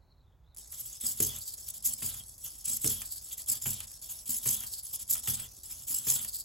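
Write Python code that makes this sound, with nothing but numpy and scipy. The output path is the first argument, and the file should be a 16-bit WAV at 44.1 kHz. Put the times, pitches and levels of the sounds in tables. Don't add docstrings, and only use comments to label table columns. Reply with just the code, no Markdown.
import sys
import numpy as np
from scipy import signal
from scipy.fft import rfft, irfft, next_fast_len
from scipy.io import wavfile
from scipy.ndimage import uniform_filter1d, map_coordinates

SR = 44100
rng = np.random.default_rng(int(sys.argv[2]) if len(sys.argv) > 2 else 0)


def dump_mix(stems):
    frames = np.atleast_2d(stems).T
    limited = np.clip(frames, -1, 1)
    pcm = np.round(limited * 32767).astype(np.int16)
    wavfile.write(sys.argv[1], SR, pcm)


N = 284004

# (time [s], servo effort [dB], table thump [dB], heel knock [dB],
# sole clack [dB], gear snap [dB], squeal [dB], frame groan [dB])
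FOOTFALLS = [(1.203, 0.5, -39, -32.5, -44, -21, -29, -47),
             (2.022, -1.5, -43.5, -47, -43.5, -39, -27, -55.5),
             (2.844, 0.5, -36.5, -30, -42.5, -25, -23, -47),
             (3.658, 0.26, -38.5, -41.5, -38.5, -35, -27, -50.5),
             (4.458, 1.5, -39.5, -41.5, -45, -30, -23, -46.5), (5.275, 1, -39, -49, -39.5, -35, -25.5, -55),
             (6.070, 3, -44.5, -44, -47.5, -39, -19.5, -49)]
# (frequency [Hz], level [dB], t60 [s])
TABLE_MODES = [(48.1, -12.5, 1), (91, -5.5, 0.67), (126, 2, 0.3), (174, -10.5, 0.2), (212.3, -7, 0.42),
               (238.2, -6.5, 0.29), (350, -23.5, 0.35), (431, -10, 0.083)]
# (frequency [Hz], level [dB])
TEETH_SPECTRUM = [(500, -62), (1500, -52.5), (3000, -22), (4000, -17), (5000, -11), (6200, -9), (7000, -1),
                  (8000, -1), (9000, 1), (10200, 2.5), (11500, -.5), (12900, -0.5), (13700, -1.5),
                  (15000, -7), (16000, -15)]
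# (time from footfall [s], snap [dB])
LEFT_WAKES = [(-.201, -46), (.208, -60), (.369, -53)]
RIGHT_WAKES = [(-.197, -43), (.214, -52), (0.358, -47)]


def amp(db):
    return 10 ** (np.asarray(db) / 20)


def unit(x):
    return x / np.sqrt(np.mean(x ** 2) + 1e-20)


def along(points, hz):
    knots_hz, values = np.transpose(points)
    return np.interp(np.log(hz + 1), np.log(knots_hz + 1), values)


def curves(rows):
    s, *columns = np.transpose(rows)
    t = np.arange(N) / SR
    gate = uniform_filter1d(1.0 * ((t >= s[0]) & (t <= s[-1])), size=128)
    return [gate] + [np.interp(t, s, column) for column in columns]


def wobble(rate_hz):
    knots = rng.standard_normal(int(N * rate_hz / SR) + 4)
    return map_coordinates(knots, [np.arange(N) * rate_hz / SR])


def filtered(x, response):
    n = x.shape[-1]
    padded = next_fast_len(n + 4096)
    return irfft(rfft(x, padded) * response(np.fft.rfftfreq(padded, 1 / SR)), padded)[..., :n]


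def coloured(x, spectrum):
    return unit(filtered(x, lambda hz: amp(along(spectrum, hz))))


def burst(spectrum, t60_s):
    t = np.arange(SR // 4) / SR
    return coloured(rng.standard_normal(len(t)), spectrum) * amp(-60 * t / t60_s)


def add(track, start_s, sound):
    part = track[max(round(start_s * SR), 0):][:len(sound)]
    part += sound[:len(part)]


def gait(left, right):
    return [(s + offset_s, effort_db, squeal_db, *rest)
            for k, (s, effort_db, *_, squeal_db, _) in enumerate(FOOTFALLS)
            for offset_s, *rest in (right if k % 2 else left)]


def background():
    # (frequency [Hz], level [dB])
    air_spectrum = [(15, -29), (30, -11), (48, 3), (75, 0), (125, -8), (196, -18.5), (344, -24.5),
                    (900, -25.5), (2700, -43), (4500, -44.5), (9000, -47), (15000, -47)]
    # (time [s], pitch [Hz], level [dB])
    whistle_path = [(0, 4220, -69), (.2, 3980, -62.5), (.33, 3420, -71), (.39, 3400, -78), (.48, 3870, -64),
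                    (.58, 3860, -67)]
    shared = coloured(rng.standard_normal(N), air_spectrum)
    apart = coloured(rng.standard_normal((2, N)), air_spectrum)
    gate, hz, db = curves(whistle_path)
    roughness = wobble(550)
    pitch_hz = hz + 130 * wobble(200) + 130 * wobble(36)
    whistle = unit(roughness * np.sin(2 * np.pi * np.cumsum(pitch_hz) / SR))
    return amp(-62) * (shared + .25 * apart) + gate * amp(db - 14.5 + 3 * wobble(30.2)) * whistle


def sole_rocks():
    # (time [s], sole clack [dB], gear snap [dB])
    rocks = [(.729, -57.5, -53), (2.142, -55, -39), (3.018, -46.5, -31.5), (3.804, -48, -35),
             (4.636, -49, -37), (5.154, -47.5, -35), (5.396, -49, -46), (6.247, -49, -34)]
    return rocks


def gear_snaps():
    # (time [s], level [dB])
    power_on = [(0.5469, -53), (.5643, -50), (.5712, -43), (.5823, -42)]
    out = np.zeros(N)
    landings = [(s, db) for s, *_, db, _, _ in FOOTFALLS]
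    jolts = [(s, db) for s, *_, db in sole_rocks() + gait(LEFT_WAKES, RIGHT_WAKES)]
    for s, db in power_on + landings + jolts:
        add(out, s, amp(db + 4) * burst(TEETH_SPECTRUM, t60_s=.025))
    return out


def servo_moves():
    # (start from footfall [s], length [s], teeth [dB], housing [dB])
    left_moves = [(-.44, 0.257, -48.5, -70.5), (-.193, 0.035, -37.5, -60), (-.162, 0.033, -30, -56.5),
                  (-.13, 0.061, -32.5, -61), (-.07, 0.046, -47, -67.5), (-.028, .028, -37, -59.5),
                  (0, 0.093, -29, -52.5), (.091, 0.11, -40, -56)]
    right_moves = [(-.445, 0.11, -45.5, -71.5), (-.345, 0.034, -35.5, -57), (-.283, 0.044, -38, -59),
                   (-.188, 0.017, -43, -57.5), (-.172, 0.046, -24.5, -57), (-.128, 0.055, -35, -57),
                   (-.042, .042, -38.5, -60), (0, .086, -30, -54), (.09, 0.11, -42.5, -56)]
    # (start [s], teeth [dB])
    trims = [(.58, -47.5), (.72, -41), (0.783, -43.5), (0.851, -44.5), (2.445, -39.5), (4.092, -40.5),
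             (5.70, -40)]
    trim_s = .037
    walk = [(s, length_s, teeth_db + effort_db, housing_db + effort_db)
            for s, effort_db, _, length_s, teeth_db, housing_db in gait(left_moves, right_moves)]
    return walk + [(s, trim_s, db, db - 21.5) for s, db in trims]


def move_envelope(levels_db, rise_s, fall_s, sag_db):
    out = np.zeros(N)
    for (start_s, length_s, *_), db in zip(servo_moves(), levels_db):
        t = np.arange(-SR // 50, round(length_s * SR) + SR // 25) / SR
        gate = (1 + np.tanh(t / rise_s)) * (1 - np.tanh((t - length_s) / fall_s)) / 4
        progress = np.clip(t / length_s, 0, 1)
        add(out, start_s + t[0], gate * amp(db - sag_db * (progress - .5)))
    return out


def tooth_impacts(tooth_hz, jitter, scatter_db):
    at = np.flatnonzero(np.diff(np.floor(np.cumsum(tooth_hz) / SR)))
    late, size = rng.standard_normal((2, N // 4))[:, :len(at)]
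    at = np.clip(at + jitter * late * SR / tooth_hz[at], 0, N - 1).astype(int)
    return np.bincount(at, amp(scatter_db * size), N)


def gear_mesh(tooth_hz, jitter, scatter_db, t60_s):
    hits = tooth_impacts(tooth_hz, jitter, scatter_db)
    hits -= uniform_filter1d(hits, size=256)
    t = np.arange(SR // 50) / SR
    case_ring = rng.standard_normal(len(t)) * amp(-60 * t / t60_s)
    return unit(signal.fftconvolve(hits, case_ring)[:N])


def shifting_resonances(x, depth_db):
    bins = signal.stft(x, nperseg=256)[2]
    patches = uniform_filter1d(rng.standard_normal(bins.shape), size=4, axis=0)
    patches = uniform_filter1d(patches, size=9, axis=1)
    return signal.istft(bins * amp(depth_db * unit(patches)), nperseg=256)[1][:N]


def gear_trains(spectrum, tooth_hz, jitter, flutter_db, count):
    rattle = np.zeros(N)
    shares = amp([4 * wobble(13) for _ in range(count)])
    for share in shares / np.linalg.norm(shares, axis=0):
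        hunting_hz = tooth_hz * np.exp(.16 * wobble(20) + .025 * wobble(130))
        rattle += share * gear_mesh(hunting_hz, jitter, scatter_db=3.5, t60_s=.008)
    rattle = shifting_resonances(rattle, depth_db=3.2)
    return unit(coloured(rattle, spectrum) * amp(flutter_db * wobble(160)))


def table_response(hz):
    modes = sum(amp(db) / (1 + 1j * (hz - mode_hz) * t60_s * np.pi / np.log(1000))
                for mode_hz, db, t60_s in TABLE_MODES)
    return modes / (1 + (hz / 300) ** 4)


def command_dips(depth_db, width_s):
    commands_s = [s for s, *_ in gait(LEFT_WAKES, RIGHT_WAKES)]
    ahead_s = np.subtract.outer(commands_s, np.arange(N) / SR)
    dips = (ahead_s > 0) * np.exp(-(ahead_s / width_s) ** 2)
    return amp(depth_db * dips.sum(axis=0))


def servos():
    # (frequency [Hz], level [dB])
    housing_spectrum = [(200, -15), (450, -13), (1000, -9), (1600, -5), (2200, -2), (2650, -5), (3250, 5.5),
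                        (3800, 0.5), (5000, 0), (9000, -32)]
    holding_spectrum = [(300, -9), (1200, -22.5), (2400, -19), (3300, -10.5), (3900, -8), (5000, -3),
                        (10000, 6), (13000, -5), (16000, -8)]
    _, _, teeth_db, housing_db = np.transpose(servo_moves())
    speed = move_envelope(teeth_db, rise_s=.005, fall_s=.007, sag_db=2)
    load = move_envelope(housing_db, rise_s=.004, fall_s=.008, sag_db=2)
    teeth = speed * gear_trains(TEETH_SPECTRUM, tooth_hz=2300, jitter=.09, flutter_db=3, count=4)
    housing = load * gear_trains(housing_spectrum, tooth_hz=801.6, jitter=.3, flutter_db=1.5, count=3)
    powered = np.clip((np.arange(N) / SR - .57) / .02, 0, 1)
    hold = powered * amp(-49.5 + 1.7 * wobble(22))
    chatter = hold * gear_trains(holding_spectrum, tooth_hz=894, jitter=.35, flutter_db=2.5, count=3)
    gears = amp(-1.5) * teeth + amp(1.5) * housing + chatter
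    shake = unit(filtered(rng.standard_normal(N) * load, table_response))
    load_rms = np.sqrt(np.mean(load ** 2))
    return command_dips(depth_db=-9, width_s=.022) * gears + amp(-4.5) * load_rms * shake


def frame_groans():
    # (frequency [Hz], level [dB])
    frame_spectrum = [(120, -4), (195, -14), (235, 11), (275, -7), (320, -19), (700, -22.5)]
    lead_s = .166
    out = np.zeros(N)
    for s, *_, db in FOOTFALLS:
        add(out, s - lead_s, amp(db) * burst(frame_spectrum, t60_s=.36))
    return out


def feet():
    # (frequency [Hz], level [dB])
    heel_spectrum = [(60, -38), (150, 3.5), (250, 1), (440, 4), (550, -7), (700, -17.5), (950, -19),
                     (2500, -69)]
    sole_spectrum = [(150, -20), (500, -1.5), (1200, 2), (2200, 3), (3200, 8), (4500, -18), (9000, -13)]
    out = np.zeros(N)
    t = np.arange(SR // 2) / SR
    landings = [(s, thump, heel, clack) for s, _, thump, heel, clack, *_ in FOOTFALLS]
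    slaps = [(s, clack - 15, clack - 25, clack) for s, clack, _ in sole_rocks()]
    for s, thump_db, heel_db, clack_db in landings + slaps:
        ring = np.zeros(len(t))
        for hz, db, t60_s in TABLE_MODES:
            decay = amp(db + rng.normal(0, 1) - 60 * t / t60_s)
            ring += decay * np.sin(2 * np.pi * (hz * t + rng.random()))
        add(out, s, amp(thump_db) * ring * (1 - np.exp(-t / .0072)))
        add(out, s, amp(heel_db - 4) * burst(heel_spectrum, t60_s=.1))
        add(out, s, amp(clack_db + 1) * burst(sole_spectrum, t60_s=.058))
    return out


def gear_squeals():
    # (time from footfall [s], level re step's squeal [dB], half length [s], mesh [Hz], glide [oct/s])
    left_squeals = [(.019, -4.5, 0.0047, 2385, -20.5), (.0325, 3, 0.0027, 2141, -18)]
    right_squeals = [(-.165, -1.5, 0.0084, 2600, 10.5), (-.137, -6.5, 0.0035, 2762, -7)]
    harmonics_db = [-42, -24, 5.5, -3, 7]
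    out = np.zeros(N)
    t = np.arange(-SR // 25, SR // 25) / SR
    for s, _, squeal_db, db, half_s, mesh_hz, glide in gait(left_squeals, right_squeals):
        drift_rad = np.cumsum(rng.standard_normal(len(t))) * .0395
        phase = 2 * np.pi * np.cumsum(mesh_hz * 2 ** (glide * t)) / SR + drift_rad
        tone = sum(amp(level) * np.sin(k * phase) for k, level in enumerate(harmonics_db, 1))
        rasp = coloured(rng.standard_normal(len(t)), TEETH_SPECTRUM)
        envelope = amp(squeal_db + db - 2) * np.exp(-.5 * (t / half_s) ** 2)
        add(out, s + t[0], envelope * unit(unit(tone) + 1.5 * rasp))
    return out


def hip_buzz():
    # (frequency [Hz], level [dB])
    hip_spectrum = [(600, -31.5), (2400, -31.5), (3300, -16.5), (3800, -13), (4700, -0.5), (5800, -14.5),
                    (8000, 2), (11000, -4.5), (12800, -1), (13800, 7.5), (15200, -9.5)]
    # (time from start [s], tooth rate [Hz], level [dB])
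    double_push = [(0, 579.5, -57), (.028, 615.2, -39), (.055, 646, -56.5), (.09, 681.6, -37),
                   (.12, 670, -50.5), (.15, 666.6, -41), (.175, 660, -67)]
    delay_s = .189
    out = np.zeros(N)
    for s, effort_db, *_ in FOOTFALLS[::2]:
        gate, tooth_hz, db = curves(np.add(double_push, [s + delay_s, 0, effort_db]))
        buzz = tooth_impacts(tooth_hz * np.exp(.046 * wobble(60)), jitter=.055, scatter_db=0)
        scrape = signal.lfilter([1], [1, -.93], buzz) * rng.standard_normal(N)
        out += gate * amp(db + 1.5) * coloured(.5 * unit(buzz) + unit(scrape), hip_spectrum)
    return out


def room_tail(x):
    # (frequency [Hz], t60 [s])
    decay_times = [(100, 0.063), (600, 0.33), (4000, 0.14), (14000, 0.06)]
    # (frequency [Hz], level [dB])
    tail_spectrum = [(100, -22), (300, -1.5), (700, 3), (2000, -4.5), (4200, -6.5), (5400, -3), (7000, -7),
                     (14000, -34)]
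    hz, t, bins = signal.stft(rng.standard_normal((2, SR // 2)), SR, nperseg=256)
    decay = amp(-60 * t / along(decay_times, hz)[:, None])
    decay /= np.linalg.norm(decay, axis=1, keepdims=True) * np.sqrt(128)
    tail = signal.istft(bins * decay * amp(along(tail_spectrum, hz))[:, None], SR, nperseg=256)[1]
    delayed = np.pad(x, (SR // 300, 0))
    return signal.fftconvolve(delayed[None], tail, axes=1)[:, :N]


def scene():
    # (frequency [Hz], left minus right phase [rad])
    port_phase = [(20, 0), (5000, 0), (5800, .6), (7000, 0), (9150, -3.14), (11350, -6.28), (13600, -9.42),
                  (15600, -12.5)]
    robot = servos() + hip_buzz() + gear_squeals() + gear_snaps() + frame_groans() + feet()
    ports = lambda hz: np.exp(.5j * np.outer([1, -1], np.interp(hz, *np.transpose(port_phase))))
    return filtered(robot + background(), ports) + room_tail(robot)


def record(dry):
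    # (frequency [Hz], left minus right [dB])
    balance = [(50, -3), (200, -1), (1000, 2), (4000, -.1)]
    top_hz = 15900
    return filtered(dry, lambda hz: amp(np.outer([.5, -.5], along(balance, hz))) * (hz < top_hz))


dry = scene()
out = record(dry)
dump_mix(out)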